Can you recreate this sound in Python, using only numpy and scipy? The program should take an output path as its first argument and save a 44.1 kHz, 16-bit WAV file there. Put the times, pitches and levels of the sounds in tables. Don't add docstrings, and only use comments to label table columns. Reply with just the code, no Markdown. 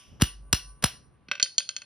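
import sys
import numpy as np
from scipy import signal
from scipy.fft import rfft, irfft, next_fast_len
from scipy.io import wavfile

SR = 44100
rng = np.random.default_rng(int(sys.argv[2]) if len(sys.argv) > 2 else 0)


def dump(signal):
    limited = np.clip(np.atleast_2d(signal).T, -1, 1)
    pcm = np.round(limited * 32767).astype(np.int16)
    wavfile.write(sys.argv[1], SR, pcm)


N = 81585
T = np.arange(N) / SR


def from_db(db):
    return 10 ** (np.asarray(db) / 20)


def at_hz(points, hz):
    f, v = np.transpose(points)
    return np.interp(np.log(np.maximum(hz, 1)), np.log(f), v)


def add(out, s, x):
    i = int(round(s * SR))
    x = x[max(-i, 0):N - i]
    out[max(i, 0):max(i, 0) + len(x)] += x


def colour(x, spectrum, tilt_db=0, keep_power=True):
    size = next_fast_len(N, True) * 2
    hz = np.maximum(np.fft.rfftfreq(size, 1 / SR), 1)
    octaves = np.log2(np.maximum(hz, 700) / 3000)
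    gain = from_db(at_hz(spectrum, hz) + tilt_db * octaves)
    if keep_power:
        gain = gain / np.sqrt(np.mean(gain ** 2))
    cepstrum = irfft(np.log(gain))[:size // 2]
    cepstrum[1:] *= 2
    return irfft(rfft(x, size) * np.exp(rfft(cepstrum, size)))[..., :N]


def dying(t60, hold=0):
    return from_db(-np.minimum(60 * np.maximum(T - hold, 0) / t60, 300))


def burst(length, t60):
    size = 2048
    shape = dying(t60, length)[:size]
    x = rng.standard_normal(size) * shape
    for _ in range(2):
        flat = irfft(np.exp(1j * np.angle(rfft(x))))
        x = flat * np.sqrt(shape)
    energy_gain = np.sqrt(np.sum(shape ** 2) / np.sum(x ** 2))
    return np.pad(x * energy_gain, (0, N - size))


RING_FADE_IN_S = 0.00031


def ring(modes):
    out = np.zeros(N)
    for hz, db, t60 in modes:
        t = T[:int(2 * t60 * SR)]
        decay = from_db(db - 60 * t / t60)
        add(out, 0, rng.choice([-1, 1]) * decay * np.sin(2 * np.pi * hz * t))
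    return out * np.minimum(T / RING_FADE_IN_S, 1)


THUD_START_HZ, THUD_END_HZ, THUD_RISE_S, THUD_T60_S = 507, 52, .0048, 0.066


def thud(fall_s):
    hz = THUD_END_HZ + (THUD_START_HZ - THUD_END_HZ) * np.exp(-T / fall_s)
    rise = np.minimum(T / THUD_RISE_S, 1) ** 2
    return np.sin(2 * np.pi * np.cumsum(hz) / SR) * rise * dying(THUD_T60_S, THUD_RISE_S)


def stereo_noise(spread):
    mid, side = rng.standard_normal((2, N))
    return np.array([mid + spread * side, mid - spread * side]) / np.sqrt(1 + spread ** 2)


ROOM_SPREAD = 0.33
AIR_DB, WASH_DB, WASH_T60_S = -69, -55, 0.69
# f/Hz, relative level/dB
AIR_SPECTRUM = [(20, -41), (50, -9), (120, -0.5), (250, -4.5), (600, -10), (1300, -10.5), (3000, -21),
                (6000, -32.5), (9000, -43.5), (16000, -56)]
# t/s, level/dB
RUMBLE_LEVEL = [(0, -69.5), (.14, -49.5), (.28, -63.5), (.45, -55.5), (.65, -61), (1.0, -56.5), (1.15, -60),
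                (1.3, -64), (1.55, -78), (1.85, -69)]
# f/Hz, relative level/dB
RUMBLE_SPECTRUM = [(15, -31), (45, -13), (70, 0.5), (90, -8), (125, -1.5), (200, -11), (320, -18),
                   (700, -25.5), (3000, -72.5)]
# f/Hz, relative level/dB
WASH_SPECTRUM = [(200, -21), (1000, -11), (2000, -8.5), (3000, 4.5), (4200, -13.5), (5700, 1.5),
                 (7000, -14.5), (11000, -14.5), (16000, -41.5)]


def background():
    air = from_db(AIR_DB) * colour(stereo_noise(0.49), AIR_SPECTRUM)
    rumble_gain = from_db(np.interp(T, *np.transpose(RUMBLE_LEVEL)))
    rumble = rumble_gain * colour(stereo_noise(0.48), RUMBLE_SPECTRUM)
    wash = from_db(WASH_DB) * dying(WASH_T60_S) * colour(stereo_noise(ROOM_SPREAD), WASH_SPECTRUM)
    return air + rumble + wash


EARLIER_BLOW_S = -0.23
WAVER_DB, WAVER_HZ = 4.5, 22.7
# f/Hz, level/dB before the waver, t60/s
HEAD_MODES = [(1016, -69.5, 2.4), (1149, -62.5, 1.86), (1515, -65.5, 1.2), (2780, -71.5, 1.1),
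              (3050, -69.5, 0.54), (5650, -63.5, .45), (9035, -42, 0.65)]


def head_ring():
    out = np.zeros(N)
    starts = [EARLIER_BLOW_S] + [row[0] for row in BLOWS]
    ends = starts[1:] + [TOUCHES[0][0]]
    for s, end in zip(starts, ends):
        add(out, s, ring(HEAD_MODES) * dying(0.0267, end - s))
    sway = rng.standard_normal(size=128)
    return out * from_db(WAVER_DB * np.interp(T * WAVER_HZ, np.arange(len(sway)), sway))


HUM_HZ = 50
# peak t/s, level/dB, half-width to 1/e t/s
HUM_SWELLS = [(0.118, -57, 0.045), (0.405, -43, 0.11), (0.69, -44, .07)]


def low_hum():
    swell = sum(from_db(db) * np.exp(-((T - s) / width) ** 2) for s, db, width in HUM_SWELLS)
    return np.sin(2 * np.pi * HUM_HZ * T) * swell


CRACK_T60_S = 0.027
# f/Hz, relative level/dB
CRACK_SPECTRUM = [(150, -0.5), (400, 1), (700, -2), (1100, 1), (1600, 3), (2200, -2.5), (3000, 2.5),
                  (4400, -2), (5800, 1.5), (6900, -1.5), (8200, -4), (9400, 1.5), (11500, -12.5),
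                  (14200, -9.5), (15500, -12.5), (16500, -11.5)]


def crack(length, tilt_db):
    return colour(burst(length, CRACK_T60_S), CRACK_SPECTRUM, tilt_db)


FAINT_BURST_RISE_S = 0.002
# t/s, level/dB, hold t/s, brightness/dB per octave
FAINT_BURSTS = [(0.198, -44.5, .012, -4.5), (0.2102, -27.5, .007, -1.5), (0.8235, -34.5, .005, 0.5),
                (0.831, -34, .007, -5.5)]


def faint_bursts():
    out = np.zeros(N)
    for s, db, length, tilt_db in FAINT_BURSTS:
        add(out, s, from_db(db) * np.minimum(T / FAINT_BURST_RISE_S, 1) * crack(length, tilt_db))
    return out


def favour(x, hz, boost_db):
    b, a = signal.iirpeak(hz, hz / 89, fs=SR)
    return x + (from_db(boost_db) - 1) * signal.lfilter(b, a, x)


TOOL_DETUNE = 0.0037
# f/Hz, level/dB relative to the blow's tool ring, t60/s
TOOL_MODES = [(1062, -3.5, .03), (1476, -5, 0.063), (2698, -3, 0.12), (2880, -2, 0.12), (2934, -2, 0.046),
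              (4150, 0.5, 0.073), (4420, -2.5, 0.023), (5000, -0.5, 0.11), (5770, -9.5, 0.33),
              (5585, 6.5, 0.049), (5756, -9, 0.029), (7690, 13.5, 0.032), (9700, -2.5, 0.05),
              (10750, 1, .04)]
# t/s, crack level/dB before the boost, contact length t/s, brightness/dB per octave, thud level/dB,
# thud delay t/s, thud pitch-fall time constant t/s, favoured resonance f/Hz, boost level/dB,
# tool ring level/dB
BLOWS = [(0.2197, -13.5, 0.0012, 1, -7.5, 0.00025, 0.0047, 2890, 9, -34.5),
         (0.5282, -15, 0.0034, 1, -15.5, 0.0029, .0034, 5570, 12, -29),
         (0.8398, -13.5, 0.0027, -0.5, -16.5, 0.00026, 0.0052, 10600, 16, -31)]


def blows():
    out = np.zeros(N)
    for s, db, length, tilt_db, thud_db, delay, fall_s, favoured_hz, boost_db, ring_db in BLOWS:
        modes = [(hz * (1 + TOOL_DETUNE * rng.standard_normal()), ring_db + level, t60)
                 for hz, level, t60 in TOOL_MODES]
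        hit = favour(crack(length, tilt_db), favoured_hz, boost_db)
        add(out, s, from_db(db) * hit + ring(modes))
        add(out, s + delay, from_db(thud_db) * thud(fall_s))
    return out


ROOM_ONSET_S = 0.022
# f/Hz, level/dB
ROOM_SPECTRUM = [(60, -30.5), (200, -30.5), (600, -21), (1500, -19), (3000, -12), (5500, -16.5),
                 (7500, -25), (10500, -13.5), (16000, -5.5)]
# f/Hz, t60/s
ROOM_T60 = [(100, 0.15), (1000, 0.31), (3000, 0.25), (6000, 0.31), (10000, 0.22), (16000, 0.13)]
# delay t/s, level/dB before the low cut
ECHOES = [(.0152, -15), (.0205, -17)]


def room(x):
    hz, white = np.fft.rfftfreq(N, 1 / SR), rfft(stereo_noise(ROOM_SPREAD))
    edges = [0, 300, 1000, 2000, 4000, 6800, 9000, 11500, 13500, 23000]
    tail = np.zeros((2, N))
    for lo, hi in zip(edges, edges[1:]):
        band = irfft(white * ((hz >= lo) & (hz < hi)), N)
        tail += band * dying(at_hz(ROOM_T60, (lo + hi) / 2))
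    tail = tail * np.minimum(T / ROOM_ONSET_S, 1) ** 2
    tail = colour(tail / np.sqrt(np.sum(tail ** 2) / 2), ROOM_SPECTRUM, keep_power=False)
    early = np.zeros(N)
    for s, db in ECHOES:
        add(early, s, from_db(db) * x)
    early = signal.sosfilt(signal.butter(2, 500, "high", fs=SR, output="sos"), early)
    return early + signal.fftconvolve(x[None], tail, axes=1)[:, :N]


KNOCK_DB, KNOCK_T60_S, CLINK_DB, CLINK_T60_S, TOUCH_LENGTH_S = -13, 0.036, -9.5, 0.014, 0.0014
TOUCH_FALL_S = 0.006
# t/s, then drive level/dB of wooden knock, steel clink and floor thud
TOUCHES = [(1.285, -32, -73, -39.5), (1.3143, -10, -33, -41.5), (1.353, -26, -41.5, -79),
           (1.3781, -37.5, -58, -50), (1.3985, -15.5, -28, -70), (1.415, -39, -37, -73),
           (1.4273, -46, -5.5, -39), (1.4597, -28, -54, -71), (1.5815, -27, -7, -54),
           (1.6041, -29, -51.5, -73.5), (1.6903, -25, -20, -71), (1.7645, -27.5, -20.5, -62.5),
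           (1.8181, -32, -35, -68)]
# f/Hz, level/dB relative to a knock, level/dB relative to a clink, t60/s
HAMMER_MODES = [(537, -38, -50, 0.12), (586.8, -35, -50, 0.17), (1214, -19, -57, 0.02),
                (1485, -12.5, -42, 0.034), (1574, -24.5, -40.5, 0.12), (2010, -27, -41.5, 0.059),
                (2607, -8, -28, 0.035), (3151, -21, -13.5, 0.054), (3590, -20.5, -14.5, 0.015),
                (4337, -15.5, -4, 0.029), (4600, -37.5, -12.5, 0.023), (5750, -18, -16, 0.048),
                (6523, -37.5, -3, 0.025), (8700, -49, -19, 0.022), (9093, -58, -31.5, .24)]
# f/Hz, relative level/dB
KNOCK_SPECTRUM = [(40, -41.5), (150, -20), (500, -18.5), (1200, 0.5), (2500, 14), (4000, 4), (5800, -0.5),
                  (7000, -20), (9500, -8.5), (12000, -38), (16000, -60.5)]
# f/Hz, relative level/dB
CLINK_SPECTRUM = [(30, -41), (110, -37.5), (400, -26), (1000, -31), (2200, -7), (3400, -1.5), (4800, 7),
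                  (6800, -5), (8500, -6.5), (9700, -29.5), (12000, -49.5), (16000, -42.5)]


def hammer_laid_down():
    rings, knocks, clinks = np.zeros((3, N))
    bump = thud(TOUCH_FALL_S) * dying(0.07)
    for s, knock_db, clink_db, thud_db in TOUCHES:
        modes = [(hz, max(knock_db + wood, clink_db + steel), t60) for hz, wood, steel, t60 in HAMMER_MODES]
        add(rings, s, ring(modes) + from_db(thud_db) * bump)
        add(knocks, s, from_db(knock_db + KNOCK_DB) * burst(TOUCH_LENGTH_S, KNOCK_T60_S))
        add(clinks, s, from_db(clink_db + CLINK_DB) * burst(TOUCH_LENGTH_S, CLINK_T60_S))
    return rings + colour(knocks, KNOCK_SPECTRUM) + colour(clinks, CLINK_SPECTRUM)


HANDLING_ROOM_DB = -3.5


def scene():
    struck, handled = faint_bursts() + blows(), hammer_laid_down()
    reverb = room(struck + from_db(HANDLING_ROOM_DB) * handled)
    return struck + handled + reverb + head_ring() + low_hum() + background()


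CEILING, CUTOFF_HZ = .9, 17000
# f/Hz, phase/rad
PORT_PHASE = [(50, -0.25), (250, 0.39), (600, 0.67), (1300, .5), (2900, 0.5), (4500, -0.1), (6200, -1.5),
              (7000, -3.0), (7900, -3), (9200, -2), (10500, -1), (12300, -0.17), (13600, 4), (15500, 3.5)]


def record(dry):
    size = next_fast_len(N, True) * 2
    lead = at_hz(PORT_PHASE, np.fft.rfftfreq(size, 1 / SR))
    turn = np.exp(.5j * np.array([lead, -lead]))
    heard = irfft(rfft(dry, size) * turn)[:, :N]
    clipped = np.clip(heard, -CEILING, CEILING)
    return signal.sosfilt(signal.cheby2(16, 70, CUTOFF_HZ, fs=SR, output="sos"), clipped)


dry = scene()
out = record(dry)
dump(out)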